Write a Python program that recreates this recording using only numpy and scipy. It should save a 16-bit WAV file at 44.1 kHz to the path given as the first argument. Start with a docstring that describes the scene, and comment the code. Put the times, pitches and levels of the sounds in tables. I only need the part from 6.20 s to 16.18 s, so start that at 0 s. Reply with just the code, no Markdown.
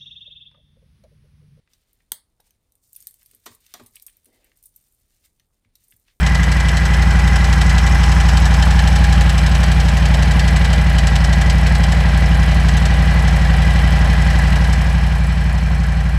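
"""A big air-cooled V-twin motorcycle idles outdoors, two unevenly spaced firings per cycle thumping
out of its exhaust. Pistons and chain rattle the crankcase, the valve gear ticks and the cooling fins
sizzle. The chain and gears of the primary drive whine, sagging in pitch at every compression stroke.
The microphone moves along the left side, from the front cylinder to the rear one, then backs away."""
import sys
import numpy as np
from scipy import signal
from scipy.fft import rfft, irfft, next_fast_len
from scipy.io import wavfile
from scipy.ndimage import map_coordinates

SR = 44100
rng = np.random.default_rng(int(sys.argv[2]) if len(sys.argv) > 2 else 0)


def output_pcm(signal):
    """Save a mono or channel-first signal as 16-bit PCM at the path in sys.argv[1].

    Samples are clipped to [-1, 1] before scaling.
    """
    pcm = np.clip(np.atleast_2d(signal).T, -1, 1) * 32767
    wavfile.write(sys.argv[1], SR, np.round(pcm).astype(np.int16))


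N = 440118

# The idle wanders a little. Each row: time in seconds, four-stroke cycles per second.
IDLE_SPEED = [(0.0, 11.874), (2.1, 11.854), (2.8, 11.99), (3.2, 11.7), (3.4, 11.946), (3.8, 11.774),
              (4.6, 11.926), (4.9, 11.564), (5.4, 11.866), (6.3, 11.726), (7.0, 11.836), (7.3, 11.597),
              (7.5, 11.849), (7.8, 11.676), (8.8, 11.81), (9.0, 11.637), (9.4, 11.835), (10.0, 11.526)]
# Exhaust tones. Each row: multiple of the cycle rate, level in dB within its band.
EXHAUST_TONES = [(3, -44), (4, -18.5), (5, 1), (6, -13), (7, -9), (8, -16.5), (9, -21.5), (10, -17.0),
                 (11, -24.2), (12, -10.5), (13, -13.5), (14, -13), (15, -12.5), (16, -38), (17, -23),
                 (18, -25.5), (19, -41.5), (20, -27), (21, -43.5), (22, -37.5), (23, -36.5), (24, -30),
                 (25, -37), (26, -44), (27, -45), (28, -39.5), (29, -41), (30, -44), (31, -42.5),
                 (32, -51.3), (33, -59), (34, -50.4), (35, -42), (36, -44), (37, -49.1), (38, -41),
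                 (39, -47.5), (40, -44)]
# Each row: place in the cycle from 0 to 1, strength.
FIRING_PUFFS = [(.427, 1), (.819, .73)]
# Exhaust pipe resonances. Each row: pitch in Hz, width in Hz.
PIPE_MODES = [(56.8, 14.4), (148.7, 11.8), (150, 100)]

# Blows in every cycle. Each row: place from 0 to 1, relative level in dB, rise time in seconds,
# seconds to fade by 60 dB.
ENGINE_KNOCKS = [(.29, 0.87, 0.0022, 0.076), (.52, -1.6, 0.002, 0.089), (.82, -1.9, 0.0023, 0.082)]
CHAIN_TUGS = [(0.51, 0.5, 0.0065, 0.059), (0.8, -1, 0.0077, 0.068), (0.96, -2.5, .006, 0.061),
              (0.2, -2.5, 0.005, 0.062), (0.64, -5, .006, 0.042)]
GEAR_PUSHES = [(.49, 0, .014, .095), (1.0, -.5, .014, .095), (.33, 1, .004, .04), (.83, -.5, .004, .04)]  # long after each firing, brief before it
TAPPET_TAPS = [(.784, -3, 0.0028, .042), (.865, -7.5, 0.0032, 0.035)]
ROCKER_TAPS = [(.365, 7.5, 0.0016, .08), (.41, 7, .002, 0.06), (.73, 7, 0.0018, 0.081),
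               (.96, 4.5, 0.0022, .05)]
FIN_SHAKES = [(.355, 0, .0016, .05), (.43, -1, .002, .05), (.77, 2, .0018, .05), (.12, -6, .003, .05)]
VALVE_CLOSINGS = [(.12, 9.5, 0.0032, 0.055), (.235, -10, .003, 0.042), (.43, 7, .003, 0.039),
                  (.665, -12, 0.0017, 0.056), (.77, 9, .002, 0.054), (.86, 3, 0.0035, 0.064)]

# Tone colours of the parts. Each row: frequency in Hz, relative level in dB.
CASE_COLOUR = [(150, -23), (230, -5), (300, -5), (390, -7.5), (520, 1.5), (680, 1), (800, -1.5),
               (950, -8.5), (1300, -35)]
PISTON_COLOUR = [(700, -20), (900, -1), (1030, 2), (1180, -3.5), (1350, -1), (1500, -3.5), (1900, -32)]
COVER_COLOUR = [(1000, -32), (1450, -7.5), (1620, 4), (1800, -0.5), (1950, -0.5), (2170, -7.5),
                (2350, -1.5), (2600, -10.5), (3400, -36.5)]
CASE_FRONT_COLOUR = [(270, 1), (400, 0), (520, -12), (1150, -16), (1350, 1), (1450, 2), (1650, 1),
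                     (1850, -14)]
TAPPET_COLOUR = [(800, -10), (1700, 6.5), (2200, 0.5), (3000, 4), (4000, 0.5), (5500, -0.5), (7000, -4.5),
                 (8000, -3.5), (8700, -9.5), (10000, -13), (13000, -22), (16000, -33)]
HEAD_COLOUR = [(1500, -11), (2400, 0), (2700, 1.5), (3050, 3.5), (3400, -1), (4200, -2.3), (4900, -6.5),
               (5800, -26), (8000, -35)]
SHIMMER_COLOUR = [(3800, -30), (5200, 3.5), (6100, -0.5), (6900, -2.5), (7400, -9), (7900, -3),
                  (8600, -13.5), (11000, -19)]
SIZZLE_COLOUR = [(4000, -14), (6500, -3.5), (7900, 4.5), (8500, 2.5), (9700, 5), (11500, -0.5), (13500, -5),
                 (15500, -11), (20000, -25)]

# Whining teeth. Each row: multiple of the cycle rate, relative level in dB, phase roughness in radians.
CHAIN_TONES = [(67.9, 0, 1.28)]
GEAR_TONES = [(168.4, -0.5, 0.33), (138.4, -6, 0.7)]
# The gear whine comes and goes. Each row: time in seconds, relative level in dB.
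GEAR_LEVEL = [(0, -26), (1.8, -26.8), (2.4, -37), (3.6, -37), (4.3, -29), (6.2, -29.3), (8.3, -29),
              (8.8, -38), (9.98, -39)]
# Resonances of the drive and the cylinder head. Each row: pitch in Hz, width in Hz, weight in dB.
WHIRR_MODES = [(2370, 200, 0), (4280, 260, -6)]
HEAD_MODES = [(3070, 97, -1.5), (3940, 73, 2), (4310, 20, 9), (4670, 22, 10), (5240, 460, -10.5),
              (5890, 140, -8), (6370, 130, -6), (6710, 72, -1), (7300, 50, -4), (7760, 280, -7)]
# Spells when the loose tappet clacks. Each row: start and end in seconds, relative level in dB.
CLACK_SPELLS = [(0, .7, -24.5), (.7, 1.12, -28), (1.12, 1.72, -24.5), (1.8, 3.57, -24.7), (3.57, 4.24, -26),
                (4.24, 4.59, -24), (4.75, 5.36, -24), (5.44, 5.78, -27), (6.45, 6.72, -25.5),
                (7.04, 7.13, -29), (8.07, 8.49, -33), (8.49, 8.58, -27), (9.34, 9.43, -36),
                (9.6, 9.69, -35)]

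# The microphone's path. Each row: time in seconds, metres along the engine, metres out from it.
MIC_PATH = [(0, 0, .3), (1.4, .1, .3), (3, .3, .3), (5, .47, .3), (6.5, .43, .3), (8.2, .37, .32),
            (8.65, .36, .45), (9.1, .35, .7), (9.98, .35, .92)]
# Where each sound comes from. Each entry: metres along the engine, gain in dB at NEAR_M,
# dB lost per doubling of distance, dB gained straight in front of it.
PART_PLACES = {"boom": (.38, -11.3, 2.3, 0), "bark": (.42, -18.2, 2.3, 0), "thud": (.25, -38.4, 6.1, 0),
               "case": (.44, -31.2, 4.3, 0), "cover": (.18, -29, 3.8, 0), "barrels": (.16, -31.2, 4.1, 2),
               "chain": (.38, -33.8, 4.1, 0), "whirr": (.35, -44.5, .5, 0), "front": (.08, -46, 6, 11.5),
               "box": (.25, -42, 5.5, 8.5), "head": (.28, -31.9, 5.3, 0), "tappet": (.3, -40, 6, 0),
               "fins": (.16, -38.8, 5.4, 3.5), "seats": (.2, -44.5, 4.7, 0)}

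NEAR_M, BEAM_M = .3, .075  # BEAM_M is half the width of the zone in front of a part
SWELL_START_S, SWELL_END_S, SWELL_RAMP_S = .74, 3.06, .08  # the boom and the chain stand out here
SWELL_BOOM_DB, SWELL_CHAIN_DB = 1.6, 4
ECHO_S, ECHO_GAIN = .0073, .8  # the exhaust's reflection
START_PLACE, TOP_HZ = .04, 15750


def amp(db):
    """Turn decibels into a gain."""
    return 10 ** (np.asarray(db) / 20)


def unit(x):
    """Scale to an average (rms) level of 1."""
    return x / np.sqrt(np.mean(x ** 2) + 1e-20)


def curve(rows):
    """Join (seconds, value) points with straight lines, one value per sample."""
    return np.interp(np.arange(N) / SR, *np.transpose(rows))


def wobble(rate):
    """A smooth curve through `rate` random points a second."""
    coarse = np.arange(0, N + 16, 16)
    points = rng.standard_normal(int(N * rate / SR) + 4)
    return np.interp(np.arange(N), coarse, map_coordinates(points, [coarse * rate / SR]))


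def spell(start, end, ramp_s):
    """1 from start to end, 0 outside, with straight ramps."""
    t = np.arange(N) / SR
    return np.clip(np.minimum(t - start, end - t) / ramp_s + .5, 0, 1)


def filtered(x, response):
    """Scale each frequency f in x by response(f)."""
    size = next_fast_len(N + 8192)
    return irfft(rfft(x, size) * response(np.fft.rfftfreq(size, 1 / SR)), size)[:N]


def resonance(f, hz, width):
    """How something that rings at hz responds to frequency f."""
    return 1j * f * width / (hz * hz - f * f + 1j * f * width)


def coloured(x, colour):
    """Give x a tone colour that falls steeply past its ends, at level 1."""
    hz, db = np.transpose(colour)

    def response(f):
        ends = (1 + (hz[0] / (f + 1)) ** 8) * (1 + (f / hz[-1]) ** 8)
        return amp(np.interp(np.log(f + 1), np.log(hz), db)) / np.sqrt(ends)
    return unit(filtered(x, response))


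def ringing(x, ring_db, fins_db, fins_t60):
    """Let x ring the cylinder head and the countless close resonances of its fins."""
    t = np.arange(SR // 10) / SR
    fins = rng.standard_normal(len(t)) * np.exp(-np.log(1000) * t / fins_t60)
    x = x + amp(fins_db) * signal.fftconvolve(x, fins / np.linalg.norm(fins))[:N]
    head = lambda f: sum(amp(db / 2) * resonance(f, hz, width) for hz, width, db in HEAD_MODES)
    return filtered(x, lambda f: 1 + amp(ring_db) * head(f))


def grit(spread_db):
    """Noise of uneven strength, like countless tiny contacts."""
    return unit(rng.standard_normal(N) * amp(spread_db * wobble(700)))


def recurring(cycles, share):
    """Contact noise of which a share comes back alike in every cycle."""
    places = np.linspace(0, 1, 1024)
    alike = unit(np.interp(cycles % 1, places, rng.standard_normal(len(places))))
    return np.sqrt(share) * alike + np.sqrt(1 - share) * grit(spread_db=1.5)


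def blows(cycles, table, scatter_db, jitter_s):
    """The loudness outline of blows that return every cycle, each a little different."""
    t = np.arange(SR // 10) / SR
    starts = np.arange(np.ceil(cycles[-1]))
    power = np.zeros(N)
    for place, db, rise, t60 in table:
        size, slip = rng.standard_normal((2, len(starts)))
        at = np.interp(starts + place, cycles, np.arange(N), left=-SR, right=2 * N)
        at += slip * jitter_s * SR
        heard = (at >= 0) & (at < N)
        hits = np.bincount(at[heard].astype(int), amp(db + scatter_db * size[heard]) ** 2, N)
        shape = (1 - np.exp(-t / rise)) * np.exp(-np.log(1000) * t / t60)
        power += signal.fftconvolve(hits, shape ** 2)[:N]
    return unit(np.sqrt(np.abs(power)))


def reach(part):
    """How strongly a part's sound reaches the moving microphone."""
    place, db, fade_db, facing_db = PART_PLACES[part]
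    t = np.linspace(0, N / SR, 500)
    when, *path = np.transpose(MIC_PATH)
    along, out = (np.interp(t, when, metres) for metres in path)
    doublings = np.log2(np.hypot(along - place, out) / NEAR_M)
    facing = np.exp(-((along - place) / BEAM_M) ** 2)
    return np.interp(np.arange(N) / SR, t, amp(db - fade_db * doublings + facing_db * facing))


def exhaust(cycles, swell):
    """Two puffs a cycle ring the pipe: a low boom, a bark, and a higher thud off the crankcase."""
    places = np.linspace(0, 1, 2048)
    boom, bark, thud = np.zeros((3, len(places)))
    mean_speed = np.mean(np.array(IDLE_SPEED)[:, 1])
    for k, db in EXHAUST_TONES:
        hz = k * mean_speed
        # puffs, pipe and echo set only the phase (timing) of each tone
        puffs = sum(size * np.exp(-2j * np.pi * k * place) for place, size in FIRING_PUFFS)
        pipe = np.prod([resonance(hz, *mode) for mode in PIPE_MODES])
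        echo = 1 + ECHO_GAIN * np.exp(-2j * np.pi * hz * ECHO_S)
        band = boom if hz < 100 else bark if hz < 260 else thud
        band += amp(db) * np.cos(2 * np.pi * k * places + np.angle(puffs * pipe * echo))
    boom, bark, thud = (unit(np.interp(cycles % 1, places, band)) for band in (boom, bark, thud))
    burn = wobble(22)  # no two charges burn quite alike
    return (reach("boom") * amp(SWELL_BOOM_DB * swell + .33 * burn) * boom
            + reach("bark") * amp(.31 * burn) * bark
            + reach("thud") * amp(1.2 * burn) * thud)


def gas_rumble(cycles):
    """Swirling gas follows each puff."""
    gas = grit(spread_db=1.5) * blows(cycles, ENGINE_KNOCKS, scatter_db=1, jitter_s=.00084)
    colour = [(28, -14), (42, -7), (65, -8), (100, -19), (155, -2.5), (205, -8.5), (300, -25.5)]
    return reach("bark") * amp(-12.5) * coloured(gas, colour)


def crankcase_clatter(cycles):
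    """Pistons and chain rattle the crankcase, the cylinder barrels and the drive's cover."""
    knock = np.hypot(1, amp(-4.5) * blows(cycles, ENGINE_KNOCKS, scatter_db=1.5, jitter_s=.00072))
    case = reach("case") * coloured(recurring(cycles, share=.16) * knock, CASE_COLOUR)
    barrels = reach("barrels") * coloured(recurring(cycles, share=.094) * knock, PISTON_COLOUR)
    cover = reach("cover") * coloured(grit(spread_db=2), COVER_COLOUR)
    front = reach("front") * coloured(recurring(cycles, share=.16) * knock, CASE_FRONT_COLOUR)
    return case + barrels + cover + front


def meshing_teeth(cycles, tones, swing):
    """Teeth whine; twice a cycle the crank is kicked up to speed, then sags against compression."""
    stroke = 4 * np.pi * (cycles - .445)
    crank = cycles - swing * (np.cos(stroke) + .19 * np.cos(2 * stroke)) / (4 * np.pi)
    mesh = sum(amp(db) * np.sin(2 * np.pi * teeth * crank + rough * wobble(70))
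               for teeth, db, rough in tones)
    return unit(mesh * amp(1.9 * wobble(70)))


def chain_whine(cycles, swell):
    """The chain sings each time it is tugged tight."""
    tugs = blows(cycles, CHAIN_TUGS, scatter_db=.5, jitter_s=.00069)
    whine = meshing_teeth(cycles, CHAIN_TONES, swing=.021)
    return reach("chain") * amp(SWELL_CHAIN_DB * swell) * tugs * whine


def gear_whine(cycles):
    """The gears sing each time their teeth take up the load."""
    load = blows(cycles, GEAR_PUSHES, scatter_db=.8, jitter_s=.0006)
    return amp(curve(GEAR_LEVEL) - 2.5) * load * meshing_teeth(cycles, GEAR_TONES, swing=.028)


def drive_whirr():
    """The primary drive's steady whirr, which carries far."""
    peaks = lambda f: sum(amp(db) * resonance(f, hz, width) ** 2 for hz, width, db in WHIRR_MODES)
    return reach("whirr") * unit(filtered(grit(spread_db=1), peaks))


def loose_tappet(cycles):
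    """One tappet ticks with a boxy ring, and clacks in the spells when it has slack."""
    clacks = sum(amp(db) * spell(start, end, ramp_s=.01) for start, end, db in CLACK_SPELLS)
    tick_gain = amp(-7.9) * np.maximum(reach("tappet"), clacks)
    taps = blows(cycles, TAPPET_TAPS, scatter_db=.7, jitter_s=.00047)
    tick = ringing(grit(spread_db=2) * taps, ring_db=1, fins_db=-9.5, fins_t60=.092)
    box = unit(filtered(grit(spread_db=.5) * taps, lambda f: resonance(f, 1727, 110) ** 2))
    return tick_gain * coloured(tick, TAPPET_COLOUR) + reach("box") * box


def rockers(cycles):
    """The rockers, the levers that open the valves, tap softly and ring the head."""
    taps = np.hypot(amp(5.5), blows(cycles, ROCKER_TAPS, scatter_db=2.7, jitter_s=.0011))
    head = ringing(grit(spread_db=1.5) * taps, ring_db=-7, fins_db=-10, fins_t60=.1)
    return reach("head") * coloured(head, HEAD_COLOUR)


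def cooling_fins(cycles):
    """Valve blows shake the fins into a shimmer, and closing valves make them sizzle."""
    shakes = np.hypot(amp(2), blows(cycles, FIN_SHAKES, scatter_db=2, jitter_s=.0008))
    closings = np.hypot(amp(-2), blows(cycles, VALVE_CLOSINGS, scatter_db=2, jitter_s=.00078))
    shimmer = ringing(grit(spread_db=2.5) * shakes, ring_db=-7, fins_db=-5, fins_t60=.072)
    sizzle = ringing(grit(spread_db=2.5) * closings, ring_db=-7, fins_db=-7, fins_t60=.082)
    return (reach("fins") * coloured(shimmer, SHIMMER_COLOUR)
            + reach("seats") * coloured(sizzle, SIZZLE_COLOUR))


def scene():
    """All parts sound together, timed by the one crankshaft."""
    cycles = START_PLACE + np.cumsum(curve(IDLE_SPEED)) / SR  # engine cycles so far
    swell = spell(SWELL_START_S, SWELL_END_S, SWELL_RAMP_S)
    engine = exhaust(cycles, swell) + gas_rumble(cycles) + crankcase_clatter(cycles)
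    drive = chain_whine(cycles, swell) + gear_whine(cycles) + drive_whirr()
    valves = loose_tappet(cycles) + rockers(cycles) + cooling_fins(cycles)
    return (engine + drive + valves)[None]


def record(dry):
    """Cut away everything above TOP_HZ."""
    return filtered(dry[0], lambda f: f < TOP_HZ)[None]


dry = scene()
out = record(dry)
output_pcm(out)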